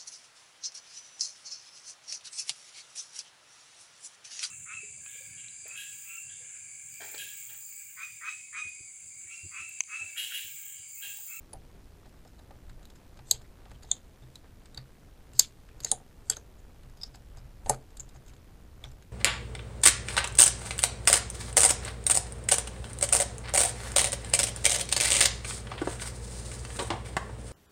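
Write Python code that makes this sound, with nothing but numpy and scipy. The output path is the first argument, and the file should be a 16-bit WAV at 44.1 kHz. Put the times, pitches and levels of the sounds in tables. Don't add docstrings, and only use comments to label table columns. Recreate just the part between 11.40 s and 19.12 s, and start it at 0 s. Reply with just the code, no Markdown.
import sys
import numpy as np
from scipy import signal
from scipy.fft import rfft, irfft
from scipy.io import wavfile
from scipy.ndimage import uniform_filter1d

SR = 44100
rng = np.random.default_rng(int(sys.argv[2]) if len(sys.argv) > 2 else 0)


def to_linear_factor(level_db):
    exponent = np.asarray(level_db, float) / 20
    return 10 ** exponent


def generate_wav(signal):
    frames = np.transpose(np.atleast_2d(signal))
    scaled = np.clip(frames, -1, 1) * 32767
    pcm = np.round(scaled).astype(np.int16)
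    wavfile.write(sys.argv[1], SR, pcm)


N = 340452

# pitch_hz, density_db [dB per Hz]
AIR_SPECTRUM = [(60, -0.5), (102, -2), (174, -6.5), (304, -10.5), (520, -16), (1060, -30), (1470, -27),
                (15200, -37.5)]
# time_s, rumble_db
HAND_PRESSURE = [(0.0, -49), (0.1, -60.5), (0.13, -54), (0.88, -57.5), (1.16, -51), (1.2, -57), (1.27, -51),
                 (1.7, -58), (2.37, -52.5), (2.77, -60.5), (3.18, -57), (4.58, -57.5), (6.26, -50),
                 (6.28, -45.5), (6.43, -56), (7.27, -55), (7.46, -48), (7.72, -60.5)]
# pitch_hz, t60_s
ROOM_DECAY = [(300, 0.39), (1000, 0.11), (3000, 0.19), (6000, 0.13), (10000, 0.16), (15000, 0.077)]
# pitch_hz, level_db
WALL_COLOUR = [(1000, 3.5), (2200, 3), (3700, -3.5), (5000, -2.5), (6500, -1.5), (9000, -6), (12000, -5)]
# start_s, peak_db
THUMPS = [(0.138, -52), (1.009, -62), (1.298, -50.5), (1.791, -52.5), (1.938, -50), (2.251, -60.5),
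          (2.318, -50.5), (2.521, -58), (2.822, -47.5), (3.371, -43.5), (3.942, -46.5), (4.326, -58),
          (4.405, -48), (4.507, -52), (4.893, -50), (5.441, -52.5), (5.702, -56), (5.953, -51),
          (6.018, -52), (6.287, -35.5), (6.589, -50), (6.752, -49.5), (6.9, -55.5), (7.245, -83.5),
          (7.449, -47)]
# start_s, peak_db, favoured_mode_hz
KNOCKS = [(0.133, -43, 746), (0.656, -48, 610), (0.85, -48.5, 710), (0.988, -48.5, 560),
          (1.107, -43.5, 760), (1.412, -49.5, 622), (1.789, -47.5, 795), (1.914, -41, 450),
          (2.01, -53.5, 440), (2.255, -46.5, 760), (2.313, -46, 550), (2.439, -46.5, 750),
          (2.514, -46, 766), (3.375, -44.5, 438), (3.998, -39, 447), (4.446, -39.5, 422),
          (4.516, -33.5, 770), (4.524, -28.5, 770), (4.548, -47, 785), (4.575, -46, 776), (4.6, -50, 776),
          (4.9, -39, 446), (4.968, -44.5, 450), (5.635, -53, 270), (5.745, -47, 736), (5.973, -45, 786),
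          (6.051, -59, 406), (6.26, -34.5, 850), (6.269, -34, 760), (6.296, -15.5, 820), (6.3053, -23, 780),
          (6.3014, -19, 607), (6.308, -23.5, 447), (6.748, -50, 677),  (7.441, -46, 275)]
# pitch_hz, width_hz, level_db
VISE_MODES = [(230, 90, -15), (310, 70, -14), (447, 40, -6), (558, 50, -7), (622, 50, -5.5), (672, 50, -8),
              (762, 50, -2), (851, 55, -4.5), (930, 80, -10), (1212, 80, -19), (1534, 60, -25),
              (1830, 200, -25)]
# pitch_hz, width_hz, level_db
CYLINDER_MODES = [(1500, 470, -3), (2800, 1200, -5), (3900, 390, -1.5), (4650, 190, -3), (5220, 78, 2),
                  (6500, 270, -0.5), (7200, 230, -3), (7700, 710, -2.5), (8600, 330, -8.5),
                  (10400, 690, -10.5), (11700, 420, -14.5), (13000, 260, -10)]
# pitch_hz, width_hz, level_db
PICK_MODES = [(13700, 370, -41), (14400, 400, -41), (15000, 350, -41), (15400, 250, -39)]
# start_s, length_s, rms_db, centre_hz
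SCRAPES = [(.64, .044, -73, 4000), (.86, .026, -76, 5000), (.98, .024, -67, 4040), (1.549, .035, -70, 5000),
           (1.916, .06, -57, 3200), (2.042, .023, -62.5, 1870), (2.338, .029, -66.5, 3120),
           (2.47, .15, -67, 3600), (2.815, .035, -68, 3500), (5.18, .03, -69, 7000),
           (3.358, .063, -68, 2000), (3.946, .028, -59, 4944), (3.993, .022, -36, 3700),
           (4.008, .055, -48, 3500), (4.307, .024, -69, 2500), (4.417, .1, -51, 6500),
           (4.45, .06, -55, 8000), (4.459, .015, -50, 1880), (4.455, .065, -54, 4100),
           (4.895, .052, -48, 3240), (4.903, .04, -58, 1470), (4.93, .013, -58, 6470),
           (5.638, .05, -62, 5500), (5.736, .022, -63, 4920), (5.97, .03, -65, 4970),
           (6.298, .06, -51, 1250), (6.296, .06, -63, 2300), (6.3, .06, -60, 4500), (6.6, .016, -55, 7000),
           (6.738, .038, -66, 6560), (6.861, .06, -73, 6370), (6.885, .025, -68, 2500),
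           (7.448, .047, -64, 5870)]
# start_s, peak_db, favoured_ring_hz
TICKS = [(.6594, -49, 3330), (.693, -53, 2630), (.8494, -52, 4650), (.875, -51.5, 5340),
         (.992, -49.5, 3730), (1.2945, -50, 4600), (1.4536, -41.5, 3900), (1.501, -47, 3440),
         (2.017, -48, 7200), (2.4319, -42, 6800), (4.9215, -37.5, 11340), (4.9635, -41, 6480),
         (3.9345, -39.5, 2800), (4.4036, -35, 4570), (5.497, -50, 7700), (5.572, -48, 4950),
         (5.757, -41, 5140), (5.971, -45.5, 4850), (5.984, -47.5, 5100), (6.3448, -35.5, 7800),
         (6.506, -48, 5330), (6.570, -38, 7200), (6.6906, -46.5, 3760), (6.8628, -50, 6800),
         (6.881, -44.5, 7480), (6.895, -47, 6490), (7.515, -50.5, 7300), (7.6245, -42, 6500)]
# start_s, peak_db, favoured_ring_hz
TAPS = [(1.109, -47.5, 2580), (1.429, -47, 3900), (1.556, -47, 7200), (1.7719, -47, 6450),
        (1.79, -47.5, 2480), (2.254, -43.5, 2020), (2.297, -53, 3900), (2.307, -50, 3900),
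        (2.315, -41.5, 1980), (2.424, -47.5, 3900), (2.448, -48, 4410), (3.257, -43.5, 8220),
        (4.288, -47.5, 2660), (5.4326, -48.5, 2900), (5.7466, -43, 4380), (6.2605, -37, 6600),
        (6.7603, -49, 7200), (6.936, -48, 7200), (6.9641, -50, 6500), (1.296, -46.5, 1400),
        (1.559, -50, 1403), (3.378, -37.5, 1350), (7.447, -38, 5800)]
# start_s, peak_db, main_hz, second_hz, second_db
NUDGES = [(0.131, -34.5, 9970, 4700, -15), (2.955, -36.5, 3940, 7320, -16), (3.3455, -40, 3850, 7600, -4),
          (3.3745, -28, 4540, 3810, -4), (4.968, -28.5, 6485, 1370, -10.5), (5.613, -37.5, 5000, 3700, -14),
          (5.6204, -37.5, 5030, 7800, -12), (5.6332, -24.5, 5050, 3700, -13),
          (5.636, -30.5, 5220, 4770, -5.5), (6.597, -30, 7430, 6684, -3), (6.603, -30, 7120, 6670, -4),
          (7.44, -31, 3500, 2270, -9.5)]
NUDGE_SHARES = [-25, -15.5, -17, -26, -21.5, -31, -27.5, -27.5, -30, -26, -27, -24]
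# start_s, peak_db, first_touch_db, rattle_db, rattle_length_s
SNAPS = [
    (1.911, -3, -20, -13, 0.0035),
    (2.5144, -4.5, -29, -12.5, 0.0035),
    (3.9939, 3, -10.5, -10, 0.003),
    (4.447, -12.5, -15.5, -12, 0.0027),
    (4.515, -2.5, -33, -14.5, 0.0037),
    (4.8987, -6, -20.5, -18.5, 0.0091),
    (6.2951, -5.5, -20, -8.5, 0.0035),
]
# pitch_hz, width_hz, level_db
PIN_1 = [(3250, 350, -14), (3930, 230, -1), (4500, 800, -4), (9600, 300, -20), (6510, 460, 0),
         (6880, 430, -1), (7440, 270, -2), (7870, 540, -1), (8490, 230, -11), (9000, 250, -19),
         (10750, 290, -17), (11370, 280, -13), (11840, 260, -7), (12480, 260, -14)]
PIN_2 = [(2280, 590, -32), (3570, 190, -1), (4300, 190, -12), (6600, 350, -2), (7050, 420, 5),
         (7480, 280, -10), (8130, 300, -15), (8420, 570, -10), (10100, 700, -31), (11200, 900, -36)]
PIN_3 = [(4560, 500, -4), (5290, 300, -2), (6050, 300, -2), (6560, 300, 3), (7080, 300, -1),
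         (7490, 260, -1), (8100, 400, -7), (8850, 450, -13), (10160, 400, -14), (11500, 290, -15),
         (12140, 230, -13), (13170, 450, -15), (14000, 500, -14), (15150, 300, -20)]
PIN_4 = [(1990, 280, -23), (2780, 170, -24), (3900, 200, -14), (4570, 250, -8), (5160, 430, -8),
         (6550, 210, 0), (7060, 330, -1), (10230, 300, -15), (14510, 350, -23), (5950, 300, -14),
         (8800, 900, -26), (11800, 2000, -32)]
PIN_5 = [(1220, 180, -23), (3400, 380, -16), (3890, 230, -9), (4630, 220, -18), (5120, 240, -20),
         (5750, 200, -16), (6630, 470, -4), (7180, 310, -5), (7660, 540, -7), (8240, 710, -8),
         (9050, 600, -2), (10000, 600, -8), (13020, 260, -29)]
PIN_6 = [(1470, 250, -13), (1900, 220, -20), (3350, 110, -11), (4610, 230, -2), (5180, 230, -10),
         (6400, 450, -3), (7310, 620, -4), (7580, 700, -3), (7860, 360, -1), (8280, 260, -4),
         (8930, 230, -5), (10010, 230, -8), (11460, 300, -11), (13600, 500, -30)]
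PIN_7 = [(1210, 170, -10), (1840, 200, -13), (2860, 230, -19), (4020, 170, -13), (4530, 250, -12),
         (5190, 210, -7), (6500, 700, -2), (7600, 1000, 0), (8750, 500, -1), (10600, 600, -3),
         (9800, 280, -1), (2250, 200, -17), (11700, 600, -14), (13060, 250, -15)]
PIN_MODES = [PIN_1, PIN_2, PIN_3, PIN_4, PIN_5, PIN_6, PIN_7]
SNAP_SHARES = [-36, -44, -32, -31, -30.5, -40, -26]
SNAP_SUDDENNESS = [.7, .45, 0.54, 0.77, .55, .8, .45]
SNAP_LATENESS = [.0009, 0.00012, 0.0013, .0006, .0001, .0009, 0.00036]
SNAP_DIPS = [5800, 5650, 5620, 5600, 6040, 5800, 5600]
SNAP_SHADES = [-2, -3.1, -0.69, 0.31, -0.5, 1, 1.5]
# period_samples, place [0-1], low_hz, high_hz
JOINTS = [
    (700, .855, 350, 7000),
    (567.42, .53, 2500, 16000),
]

LEAD_S = 0.006


def evened(x):
    return x / np.sqrt(np.mean(x ** 2) + 1e-20)


def peaked(x, db):
    return to_linear_factor(db) * x / abs(x).max()


def add(mix, s, sound):
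    part = mix[max(round(s * SR), 0):][:len(sound)]
    part += sound[:len(part)]


def coloured(gain):
    hz = np.fft.rfftfreq(N, 1 / SR)
    return evened(irfft(rfft(rng.standard_normal(N)) * gain(hz), N))


def background():
    t = np.arange(N) / SR
    air_hz, air_db = np.transpose(AIR_SPECTRUM)
    hands_db = np.interp(t, *np.transpose(HAND_PRESSURE))
    shoves = sum(to_linear_factor(db) * np.exp(-((t - s) / 0.035) ** 2) for s, db in THUMPS)
    air = coloured(lambda hz: to_linear_factor(np.interp(np.log(hz + 1), np.log(air_hz), air_db)) * (hz < 15400))
    rumble = coloured(lambda hz: hz / (hz + 25) / (1 + (hz / 52) ** 2.8))
    rustle = coloured(lambda hz: hz / (hz + 300) / (1 + (hz / 850) ** 2.14))
    grip = to_linear_factor(2.0 * coloured(lambda hz: hz < 25))
    rumble_gain = to_linear_factor(hands_db + 1.67) + to_linear_factor(-9.5) * shoves
    rustle_gain = to_linear_factor(-68 + 0.24 * (hands_db - hands_db.mean())) + to_linear_factor(-24.5) * shoves
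    return to_linear_factor(-56.5) * air + rumble_gain * rumble + rustle_gain * grip * rustle


def room(x, shift_hz):
    hz, t, z = signal.stft(rng.standard_normal((3, SR // 2)), SR, nperseg=128)
    band_hz, t60_s = np.transpose(ROOM_DECAY)
    decay = to_linear_factor(-60 * t / np.interp(hz, band_hz, t60_s)[:, None])
    tails = signal.istft(z * decay, SR, nperseg=128)[1]
    tails *= 1 - np.exp(-np.arange(tails.shape[1]) / SR / 0.00329)
    turns = np.cos(2 * np.pi * (shift_hz * np.arange(N) / SR + np.arange(3)[:, None] / 3))
    echoes = signal.fftconvolve(x * (1 + turns) / 2, tails / np.linalg.norm(tails[0]), axes=1)
    return echoes[:, :N].sum(0)


def thrown(x):
    gain = np.ones(N)
    hz, colour_db = np.transpose(WALL_COLOUR)
    for (s, *_), db in zip(SNAPS, SNAP_SHADES):
        gain[round((s - 0.005) * SR):round((s + 0.02) * SR)] = to_linear_factor(db)
    walls = to_linear_factor(np.interp(np.fft.rfftfreq(N, 1 / SR), hz, colour_db))
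    return irfft(rfft(gain * x) * walls, N)


def thumps():
    out, t = np.zeros(N), np.arange(15000) / SR
    swell = to_linear_factor(-60 * t / 0.23) * (1 - np.exp(-t / 0.034))
    for (s, db), load in zip(THUMPS, rng.standard_normal(len(THUMPS))):
        hz = 127.3 * (1 + 0.014 * load)
        add(out, s, peaked(swell * np.sin(2 * np.pi * hz * t), db))
    return out


def ring(modes, seconds, causal=1, late_s=0, dip_hz=0):
    hz, width, db = np.transpose(modes)[:, :, None]
    signed = np.fft.fftfreq(8192, 1 / SR)
    f = abs(signed)
    power = (to_linear_factor(2 * db) / (1 + (2 * (f - hz) / width) ** 2) ** 2).sum(0)
    dip_db = -11.5 * np.exp(-((f - dip_hz) / 395) ** 2) * (dip_hz > 0)
    log_gain = np.log(power * to_linear_factor(2 * dip_db) + 1e-10) / 2
    slow_hz, span_hz = 4000, 1103
    slow = late_s * span_hz * np.tanh((f - slow_hz) / span_hz) + (causal < 1) * LEAD_S * f
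    phase = -causal * signal.hilbert(log_gain).imag - 2 * np.pi * np.sign(signed) * slow
    return np.fft.ifft(np.exp(log_gain + 1j * phase)).real[:round(seconds * SR)]


def chatter(count, share):
    return rng.standard_normal((count, 1024)) * (rng.random((count, 1024)) < share)


def rattle(noise, db, length, settle=0.13):
    n = len(noise)
    fade = np.exp(-np.arange(n) / SR / abs(length))
    z = rfft(np.r_[1, to_linear_factor(db) * (noise * fade)[1:]])
    white = irfft(z / abs(z), n)
    return white * fade ** settle * signal.windows.tukey(2 * n, 0.5)[n:]


def knocks():
    out, push = np.zeros(N), np.hanning(14)
    spread = rng.standard_normal((len(KNOCKS), len(VISE_MODES)))
    shuffle = rng.standard_normal((len(KNOCKS), 4096)) * (rng.random((len(KNOCKS), 4096)) < 0.02)
    for (s, db, favoured_hz), chance, noise in zip(KNOCKS, spread, shuffle):
        light = db < -43
        modes = []
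        for (hz, width, level_db), c in zip(VISE_MODES, chance):
            favour_db = (8 - 3 * light) * np.exp(-(np.log(hz / favoured_hz) / 0.08) ** 2)
            scuff_db = 11 * light * (hz > 1000)
            modes.append((hz, width * (1.23 + 0.7 * light), level_db + favour_db + 1.5 * c + scuff_db))
        shuffle_db = -0.5 - 0.98 * (db + 42.0)
        blow = np.convolve(push, rattle(noise, shuffle_db, 0.017 - 0.0047 * light, 0.25))
        add(out, s + 0.00042, peaked(signal.fftconvolve(blow, ring(modes, 0.16)), db))
    return out


def scrapes():
    out, shape = np.zeros(N), (len(SCRAPES), 6000)
    slips = to_linear_factor(2.4 * rng.exponential(1, shape)) * (rng.random(shape) < 0.08)
    slips = slips * rng.choice([-1.0, 1.0], shape)
    for (s, length, db, centre_hz), slip in zip(SCRAPES, slips):
        modes = [(hz, 2.0 * width, level_db - 9 * abs(np.log2(hz / centre_hz)))
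                 for hz, width, level_db in CYLINDER_MODES]
        modes.append((centre_hz, 500, 5))
        drag = np.convolve(slip[:round(length * SR)], ring(modes, 0.0087), "same")
        add(out, s, to_linear_factor(db) * evened(drag) * signal.windows.tukey(len(drag), 0.5))
    return out


def ticks():
    out = np.zeros(N)
    for rows, tilt_db, slide_s in [(TICKS, 1.55, 0.0034), (TAPS, -4, 0.0045)]:
        spots = 4.0 * rng.standard_normal((len(rows), len(CYLINDER_MODES)))
        for (s, db, favoured_hz), noise, spot in zip(rows, chatter(len(rows), 0.1), spots):
            modes = [(hz, 2.1 * width, level_db + c + tilt_db * np.log2(hz / 5000))
                     for (hz, width, level_db), c in zip(CYLINDER_MODES, spot)]
            modes.append((favoured_hz, 450, 5))
            add(out, s, peaked(np.convolve(rattle(noise, 1.3, slide_s), ring(modes, 0.02)), db))
    return out


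def pin_click(out, s, db, touch_db, blow, modes, share_db, causal, late_s, dip_hz=0):
    cylinder = [(hz, 3.5 * width, level_db + share_db + 2 * np.log2(hz / 6000))
                for hz, width, level_db in CYLINDER_MODES]
    tip_db = 1.1 * min(share_db + 32.5, 0)
    tip = [(hz, width, level_db + tip_db) for hz, width, level_db in PICK_MODES]
    body = ring(list(modes) + cylinder + tip, 0.04, np.clip(causal, 0.2, 0.99), late_s, dip_hz)
    click = np.convolve(blow, body)
    rise_s = abs(click[:round(1.25 * LEAD_S * SR)]).argmax() / SR
    add(out, s + 0.0011 - rise_s, peaked(click, db))
    touch_lead_s = 0.0017
    add(out, s + 0.00088 - touch_lead_s - rise_s, peaked(click, db + touch_db))


def nudges():
    out = np.zeros(N)
    width_hz = 300
    for (s, db, hz, second_hz, second_db), share_db, noise in zip(
            NUDGES, NUDGE_SHARES, chatter(len(NUDGES), 0.16)):
        modes = [(hz, width_hz, 0), (second_hz, width_hz, second_db)]
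        blow = rattle(noise, -5, 0.0027)
        pin_click(out, s, db, -19, blow, modes, share_db, causal=0.88, late_s=0.00078)
    return out


def snaps():
    out = np.zeros(N)
    for snap, modes, share_db, causal, late_s, dip_hz, noise in zip(
            SNAPS, PIN_MODES, SNAP_SHARES, SNAP_SUDDENNESS, SNAP_LATENESS, SNAP_DIPS,
            chatter(len(SNAPS), 0.1203)):
        s, db, touch_db, rattle_db, length = snap
        blow = rattle(noise, rattle_db, length)
        pin_click(out, s, db, touch_db, blow, modes, share_db, causal, late_s, dip_hz)
    return out


def seams(x, flare):
    out = x.copy()
    for period, place, low_hz, high_hz in JOINTS:
        off_s = ((np.arange(N) / period - place + 0.5) % 1 - 0.5) * period / SR
        sos = signal.butter(1, [low_hz, high_hz], "band", fs=SR, output="sos")
        out += flare * np.exp(-(off_s / 0.0005) ** 2) * signal.sosfiltfilt(sos, x)
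    return out


def scene():
    metal = snaps() + nudges() + ticks() + scrapes()
    low = knocks()
    echoes = to_linear_factor(-16.5) * room(thrown(metal), 340) + to_linear_factor(-18.0) * room(low, 60)
    return (metal + low + thumps() + seams(echoes + background(), flare=1.5))[None]


def band_limit(x):
    return signal.sosfilt(signal.butter(12, 16030, fs=SR, output="sos"), x)


def record(dry):
    treble = signal.sosfilt(signal.butter(2, 1500, "high", fs=SR, output="sos"), dry)
    treble = treble / uniform_filter1d(abs(treble) + 1e-4, 300) ** 0.28
    treble = treble * coloured(lambda hz: hz < 450)
    lag = np.arange(-3600, 3601) / SR
    near = to_linear_factor(5 - abs(lag) * 3000)
    far = np.hanning(len(lag)) * to_linear_factor(-abs(lag) * 100)
    smear = rng.standard_normal(len(lag)) * (near + far)
    spread = signal.fftconvolve(treble, smear[None] / np.linalg.norm(smear), "same")
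    mix = np.clip(dry + to_linear_factor(-32.5) * seams(spread, flare=0.8), -1, 1)
    return band_limit(mix)


dry = scene()
out = record(dry)
generate_wav(out)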